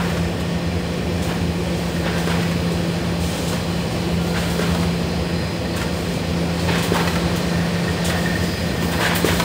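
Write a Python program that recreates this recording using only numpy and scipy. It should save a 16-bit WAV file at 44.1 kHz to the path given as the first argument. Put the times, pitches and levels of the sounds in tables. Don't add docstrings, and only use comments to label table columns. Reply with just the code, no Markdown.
import sys
import numpy as np
from scipy import signal
from scipy.fft import rfft, irfft, next_fast_len
from scipy.io import wavfile
from scipy.ndimage import uniform_filter1d

SR = 44100
rng = np.random.default_rng(int(sys.argv[2]) if len(sys.argv) > 2 else 0)


def boost(x):
    u = np.asarray(x, float) / 20
    return 10 ** u


def store_pcm(level_fs):
    pcm = np.round(np.clip(level_fs, -1, 1) * 32767).astype(np.int16)
    wavfile.write(sys.argv[1], SR, np.atleast_2d(pcm).T)


N = 416296
SIZE = next_fast_len(N)
TIME = np.arange(N) / SR
OCTAVE = np.log2(np.maximum(np.arange(SIZE // 2 + 1) * SR / SIZE, 1))


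def unit(x):
    return x / np.sqrt(np.mean(x ** 2))


def noise():
    return rng.standard_normal(N)


def sine(hz, t):
    return np.sin(2 * np.pi * hz * t)


def columns(table):
    s, *rest = np.transpose(table)
    return [np.interp(TIME, s, column) for column in rest]


def gain_curve(points):
    hz, db = np.transpose(points)
    return boost(np.interp(OCTAVE, np.log2(hz), db))


def colour(x, points):
    return irfft(rfft(x, SIZE) * gain_curve(points), SIZE)[:N]


def ring(x, hz, width_hz):
    return signal.lfilter(*signal.iirpeak(hz, hz / max(width_hz, 1), fs=SR), x)


def walk(rate):
    hold = int(SR / rate)
    steps = np.repeat(rng.standard_normal(N // hold + 1), hold)
    return unit(uniform_filter1d(uniform_filter1d(steps, hold), hold)[:N])


def split(x, hz):
    low = signal.butter(4, hz, fs=SR, output="sos")
    high = signal.butter(4, hz, "high", fs=SR, output="sos")
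    return signal.sosfilt(low, x), signal.sosfilt(high, x)


def decay(t, t60, rise):
    return (1 - np.exp(-t / max(rise, 1e-4))) * np.exp(-np.log(1000) * t / max(t60, .005))


def strikes(rows, shape):
    out, t = np.zeros(N + SR // 2), np.arange(SR // 2) / SR
    for s, *row in rows:
        start = int(s * SR)
        out[start:start + len(t)] += shape(t, *row)
    return out[:N]


def strokes(rows, attack_s, sag_db_per_s, release_t60_s):
    body, tinted = np.zeros(N), np.zeros(N)
    for s, length, db, tint_db in rows:
        t = TIME - s
        rise = np.clip(t / max(attack_s, .002), 0, 1)
        sag_db = sag_db_per_s * np.clip(t, 0, length)
        release_db = 60 * np.maximum(t - length, 0) / release_t60_s
        shape = rise * boost(db - sag_db - release_db)
        body += shape
        tinted += boost(tint_db) * shape
    return body, tinted


def motor():
    # (time [s], hum [Hz], level [dB])
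    drive = [(0.0, 175, -21), (0.1, 171.3, -26), (0.23, 170, -20), (0.26, 169.7, -27.5), (0.73, 172.1, -27),
             (2.08, 170.4, -25), (2.34, 170.3, -22), (3.65, 170.9, -28), (4.7, 171.3, -22.5),
             (5.6, 170.3, -28.5), (7.02, 170.4, -23.5), (8.49, 171.4, -25.5), (8.6, 171, -38),
             (8.68, 172, -24), (8.75, 170, -45), (8.81, 170.9, -21), (8.94, 170.7, -30), (9.44, 171.5, -23)]
    # (multiple of the shaft turn, level [dB])
    shaft = [(2, -45.5), (4, -53.5), (5, -66), (7, -40), (8, -40), (9, -42.5), (10, -44), (12, -44.5),
             (16, -41)]
    # (frequency [Hz], width [Hz], level [dB])
    frame = [(86, 10, -31.5), (180.7, 27, -34.5), (335.4, 5.8, -38.5), (365, 13, -39), (508, 23, -38.5),
             (1115.5, 19, -48), (2360, 20, -48), (2550, 330, -42.5), (2984, 26, -51), (3305, 110, -47.5)]
    hum_order = 6
    hum_hz, hum_db = columns(drive)
    turn = 2 * np.pi * np.cumsum(hum_hz / hum_order) / SR
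    out = np.sqrt(2) * boost(hum_db + 1.2 * walk(9)) * np.sin(hum_order * turn)
    for order, db in shaft:
        out += np.sqrt(2) * boost(db + 2.2 * walk(2.5)) * np.sin(order * turn + .8 * walk(3))
    for hz, width_hz, db in frame:
        out += boost(db) * unit(ring(noise(), hz, width_hz))
    return out


def push(t, hz):
    push_s = .0042
    swell = (t / push_s * np.exp(1 - t / push_s)) ** 3
    ratios = np.array([[1], [.74], [1.45], [2.6]])
    modes = np.cos(2 * np.pi * hz * ratios * (t - push_s))
    return swell * (np.array([0.67, 0.31, 0.24, 0.11]) @ modes)


def thump(t, db, hz):
    bounce_s, bounce_db = .0072, -9
    bounce = boost(bounce_db) * push(np.maximum(t - bounce_s, 0), hz)
    body = 0.28 * decay(t, 0.18, 0.009) * (sine(235, t) + sine(325, t))
    return boost(db - 6.5) * (push(t, hz) + bounce + body)


def hook():
    # (time [s], peak [dB], board mode [Hz])
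    blows_on_board = [
        (2.06, -14, 800),
        (2.271, -6, 396),
        (4.361, -13, 826),
        (4.592, -5.5, 414),
        (6.403, -15, 322),
        (6.699, -9, 345),
        (6.917, -2.5, 420),
        (8.826, -11, 345),
        (9.029, -11, 875),
        (9.243, 0.5, 400),
    ]
    return strikes(blows_on_board, thump)


def knock(t, db, hz):
    knock_t60_s, tick_t60_s = .075, .012
    ratios = np.array([[.66], [1], [1.14], [1.31], [1.55], [2.2]])
    modes = np.sin(2 * np.pi * hz * ratios * t + 2 * np.pi * rng.random((6, 1)))
    cluster = decay(t, knock_t60_s, 0.002) * (np.array([0.3, 0.55, .3, 0.4, .3, 0.2]) @ modes)
    crack_fall = decay(t, knock_t60_s, .0012) + .8 * decay(t, tick_t60_s, .0003)
    crack = ring(rng.standard_normal(len(t)), 1800, 2400) * crack_fall
    return boost(db + 3.5) * (cluster + crack)


def stops():
    # (time [s], peak [dB], main mode [Hz])
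    slaps = [(0.098, -29, 935), (0.17, -25, 1090), (2.427, -25, 1960), (2.512, -24.5, 1700),
             (3.529, -22, 939), (2.272, -22, 1200), (4.59, -22.5, 1250), (9.245, -20, 1200),
             (5.826, -22.5, 900), (4.62, -23, 1090), (6.965, -19, 1100), (6.755, -22, 1650),
             (4.748, -22.5, 971), (4.829, -26, 1250), (5.814, -21, 1400), (7.074, -18, 1950),
             (7.155, -19.5, 1350), (8.098, -20, 1892), (8.824, -21.5, 902), (9.158, -19, 1902),
             (9.285, -22, 1500), (9.06, -18, 1500), (9.398, -12, 980)]
    return strikes(slaps, knock)


def scrapes():
    # (time [s], drag length [s], level [dB], brightness [dB])
    drags = [(-0.03, .2, -28, -15), (1.265, 0.054, -29, -5), (2.03, 0.15, -28.5, -1),
             (2.265, 0.14, -28, -2), (3.5, 0.094, -33.5, -4), (4.335, .2, -29.5, 1), (4.59, .13, -28.5, 0),
             (5.74, .05, -33, 0), (6.665, .17, -26, 2.5), (6.925, 0.081, -23.5, -3),
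             (8.075, 0.085, -27, -3), (8.9, .05, -32, 2), (8.985, .15, -22.5, -0.5),
             (9.25, 0.082, -24.5, 2)]
    # (frequency [Hz], level [dB per Hz])
    board = [(200, -19), (400, -7), (800, -3), (1080, -1.5), (1220, -6.5), (1530, -1.5), (2300, -6.5),
             (3300, -5), (5600, -13.5), (9000, -36)]
    grain_size = np.repeat(rng.exponential(size=N // 64 + 1), 64)[:N]
    grains = noise() * boost(2.0 * grain_size)
    for hz in np.geomspace(420, 5200, num=22):
        slips = boost(3.5 * walk(55)) * noise()
        grains += .8 * ring(unit(slips), hz, hz / 14) * np.sqrt(SR / 2 / hz)
    rubbing = unit(colour(grains, board)) * boost(1.6 * walk(60) + 3.5)
    dull, bright = split(rubbing, 1900)
    drag, tinted = strokes(drags, .03, 62, 0.16)
    late = np.interp(TIME - 0.0075, TIME, tinted)
    return drag * dull + late * bright


def air(near_db):
    # (frequency [Hz], level [dB per Hz])
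    jet = [(1500, -39), (3000, 6.5), (5000, 0), (7500, 2.5), (11000, -2.5), (16000, -1)]
    # (time [s], peak [dB], top end [dB])
    valves = [(0.398, -33, -18), (0.9303, -42, -29), (1.221, -29, -17), (2.1779, -33, -12),
              (2.2912, -33, -20), (2.7142, -34, -17), (3.479, -28, -16), (3.914, -38, -18),
              (4.2665, -37, -11), (4.4994, -37, 0), (4.6094, -35, -15), (4.8075, -37, -18),
              (5.7608, -28.5, -7), (6.1345, -38, -22), (6.594, -35, -16), (6.779, -25, -21),
              (6.8249, -26, -3), (6.9372, -29, -15), (7.0694, -44, -5), (7.3582, -27, -6),
              (7.9094, -38, -16), (8.0451, -20, -18), (8.4294, -34, -17), (8.9161, -30, -13),
              (9.1502, -28, 10), (9.2493, -27, -10)]
    # (time [s], open length [s], level [dB], top end [dB])
    nozzles = [(0.0, 0.13, -44, -6), (1.22, 0.084, -40, -8), (1.75, 0.37, -44, -11), (2.15, .35, -41.5, -9),
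               (3.19, 0.36, -33.5, -13), (4.2, .15, -47, -4), (4.35, 0.45, -36, -10), (5.75, .08, -43, -12),
               (5.92, .25, -40, -11), (6.6, 0.15, -42, -9), (6.82, 0.051, -39, -4), (6.92, 0.23, -37.5, -4),
               (7.34, 0.064, -53, -4), (8.04, 0.05, -32.5, -6), (8.15, .25, -40.5, -6),
               (8.4, 0.39, -41.5, -5), (8.8, .18, -39, 2), (8.99, 0.095, -29, -11),
               (9.13, 0.088, -32.5, -7), (9.24, .25, -29.5, -4)]

    def puff(t, db, top_db):
        return boost(db) * decay(t, 0.15, .0025)

    def puff_edge(t, db, top_db):
        return puff(t, db + top_db, 0)

    mid, top = split(unit(colour(noise(), jet)), 11500)
    blow, blow_top = strokes(nozzles, 0.03, 10, 0.35)
    leak = boost(-47 + 0.55 * near_db + 1.3 * walk(2.46))
    body = (leak + blow) * boost(0.49 * walk(27)) + strikes(valves, puff)
    edge = boost(-5) * leak + blow_top + strikes(valves, puff_edge)
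    return boost(-1.0) * body * mid + boost(3.0) * edge * top


def link(t, db):
    pair = sine(1808, t) + 0.58 * np.sin(2 * np.pi * 1865 * t + 2 * np.pi * rng.random())
    return boost(db - 1.0) * decay(t, 0.066, 0.0027) * pair


def rattles():
    # (time [s], chain rattle [dB], bearing squeak [dB])
    nearness = [(0.0, -42, -48), (0.35, -37.5, -49), (0.76, -43, -47), (1.8, -44, -48), (2.0, -37, -46),
                (2.5, -43, -43), (3.05, -40, -44), (3.4, -45, -42), (4.9, -46, -43), (5.3, -39.5, -42),
                (6.4, -41, -45), (7.2, -40, -40), (7.6, -34.5, -44), (8.3, -33, -42), (8.85, -34.5, -44),
                (9.05, -34, -42), (9.44, -36, -37)]
    # (time [s], peak [dB])
    near_links = [(7.5173, -30), (7.5509, -25), (7.6016, -19), (7.649, -22), (7.6914, -35), (7.7523, -33),
                  (7.7827, -24), (7.877, -19), (7.9119, -30), (7.9753, -32), (8.0546, -33), (8.0983, -25),
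                  (8.1364, -26), (8.1746, -22), (8.2576, -14.5), (8.297, -19), (8.3514, -14.5),
                  (8.4257, -23), (8.4935, -26), (8.6106, -32), (8.6632, -27), (8.704, -25), (8.7939, -31),
                  (8.827, -34), (8.8831, -23), (8.927, -31)]
    chain_db, squeak_db = columns(nearness)
    beat = 2 * np.pi * np.cumsum(22.5 * (1 + 0.014 * walk(3.26))) / SR
    links = (1.3 + np.maximum(np.sin(beat), 0) ** 2) * noise()
    chain = unit(ring(links, 1809, 30)) + 1.3 * unit(ring(ring(links, 1830, 130), 1830, 130))
    guard = boost(0.85 * chain_db - 9.5) * unit(ring(links, 1600, 450))
    flutter = boost(1.2 * walk(40)) * noise()
    squeak = ring(ring(flutter, 4115, 150), 4115, 150)
    out = boost(chain_db - 4.5) * unit(chain) + guard + strikes(near_links, link)
    return out + boost(squeak_db - 0.6) * unit(squeak)


def inverter():
    # (time [s], carrier [dB], lower sideband [dB])
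    whistle = [(0.0, -55, -55), (0.63, -52, -57), (1.71, -54, -57), (2.23, -47.5, -54), (3.05, -51, -54),
               (3.52, -47, -50), (3.73, -53, -51), (4.92, -49, -50), (5.23, -45.5, -50), (6.62, -51, -51),
               (6.7, -49, -49), (7.89, -50, -50), (8.04, -45, -48), (8.31, -51, -50), (8.54, -38, -41),
               (8.73, -48, -54), (9.02, -46, -48), (9.44, -49, -54)]
    carrier_hz, wide_hz, narrow_hz = 5000.5, 376.5, 317
    carrier_db, lower_db = columns(whistle)

    def fading():
        return 3 * walk(3)

    # (offset from the carrier [Hz], level [dB])
    lines = [(0, carrier_db + 1.5),
             (-wide_hz, lower_db + 2.0), (wide_hz, -57 + fading()),
             (-narrow_hz, -53 + fading()), (narrow_hz, -59 + fading())]
    lines += [(carrier_hz + hz, -67 + fading()) for hz in (-69, 0, 33)]
    out = np.zeros(N)
    for hz, db in lines:
        level = np.sqrt(2) * boost(db - 3 * np.abs(walk(5)) + 2)
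        out += level * np.sin(2 * np.pi * (carrier_hz + hz) * TIME + .8 * walk(8))
    return out


def squeaks():
    # (time [s], peak [dB], frequency [Hz])
    pings = [
        (0.15, -36, 4420),
        (5.733, -26, 4430),
        (6.595, -27, 4450),
    ]
    # (time [s], length [s], level [dB], frequency [Hz])
    squeals = [
        (3.65, .6, -45.5, 2990),
        (4.158, .3, -39, 1397),
    ]

    def ping(t, db, hz):
        return boost(db) * decay(t, .09, .003) * sine(hz, t)

    out = strikes(pings, ping)
    for s, length, db, hz in squeals:
        held = strokes([(s, length, db, 0)], 0.027, 5.0, .1)[0]
        out += held * boost(2.47 * walk(30)) * np.sin(2 * np.pi * hz * TIME + 1.5 * walk(25))
    return out


def belts(near_db):
    # (frequency [Hz], level [dB per Hz])
    roar = [(20, -92), (33, -82), (48, -87), (65, -47), (130, -50), (260, -57), (520, -56.5), (850, -63),
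            (1250, -69.5), (1700, -70), (2200, -70.5), (5300, -75.5), (6000, -80), (10000, -84),
            (16000, -94)]
    spectrum = rfft(rng.standard_normal(SIZE)) * np.sqrt(SR / 2) * gain_curve(roar)
    out, shared_db = np.zeros(N), .5 * walk(7)
    for centre in np.arange(4.5, 14.5, .5):
        window = np.cos(np.pi * np.clip(OCTAVE - centre, -.5, .5)) ** 2
        share = np.clip((centre - 6.0) / 4.5, 0, 1)
        swell = boost(share * (near_db + shared_db) + 0.67 * walk(11))
        out += swell * irfft(spectrum * window, SIZE)[:N]
    return out


def hall(short):
    t = TIME[:SR]
    tail = split(rng.standard_normal(SR) * decay(t, 1, 0.0067), 4900)[0]
    tail /= np.sqrt(np.sum(tail ** 2))
    return boost(-11.5) * signal.fftconvolve(short, tail)[:N]


def scene():
    # (time [s], level [dB])
    near = [(0, 1.5), (.5, -.7), (2.2, 1), (4.6, 1.5), (5.6, -0.5), (7.05, 4), (7.8, 3.5), (8.8, 2),
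            (9.44, 1.5)]
    near_db, = columns(near)
    short = hook() + stops() + scrapes() + air(near_db) + squeaks()
    steady = motor() + rattles() + inverter() + belts(near_db)
    return (steady + short + hall(short))[None]


def starve(x):
    # (from [Hz], to [Hz], share of patches dropped)
    thinned = [(10100, 10330, .2), (10330, 11020, .72), (11020, 11660, .56)]
    hz, s, cells = signal.stft(x, SR, "cosine", 2048)
    patch_db = 10 * np.log10(uniform_filter1d(np.abs(cells) ** 2, size=9, axis=0) + 1e-18)
    for low_hz, high_hz, share in thinned:
        band = (hz >= low_hz) & (hz < high_hz)
        usual_db = uniform_filter1d(patch_db[band].mean(axis=0), size=31)
        jump_db = 2.6 * np.repeat(rng.standard_normal(len(s)), 2)[:len(s)]
        margin_db = uniform_filter1d(patch_db[band], size=2, axis=1) - .7 * usual_db + jump_db
        cells[band] *= margin_db > np.quantile(margin_db, share)
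    cells[hz > 15740] = 0
    return signal.istft(cells, SR, "cosine", 2048)[1][:N]


def low_pass(x):
    return signal.sosfilt(signal.butter(12, 16340, fs=SR, output="sos"), x)


def record(dry):
    # (frequency [Hz], level [dB])
    microphone = [(26, -4), (48, 0), (9900, -1), (10600, -7.5), (11600, -10), (13000, -3), (15000, 2),
                  (22000, -18)]
    heard = starve(colour(dry[0], microphone))
    return low_pass(heard[None])


dry = scene()
out = record(dry)
store_pcm(out)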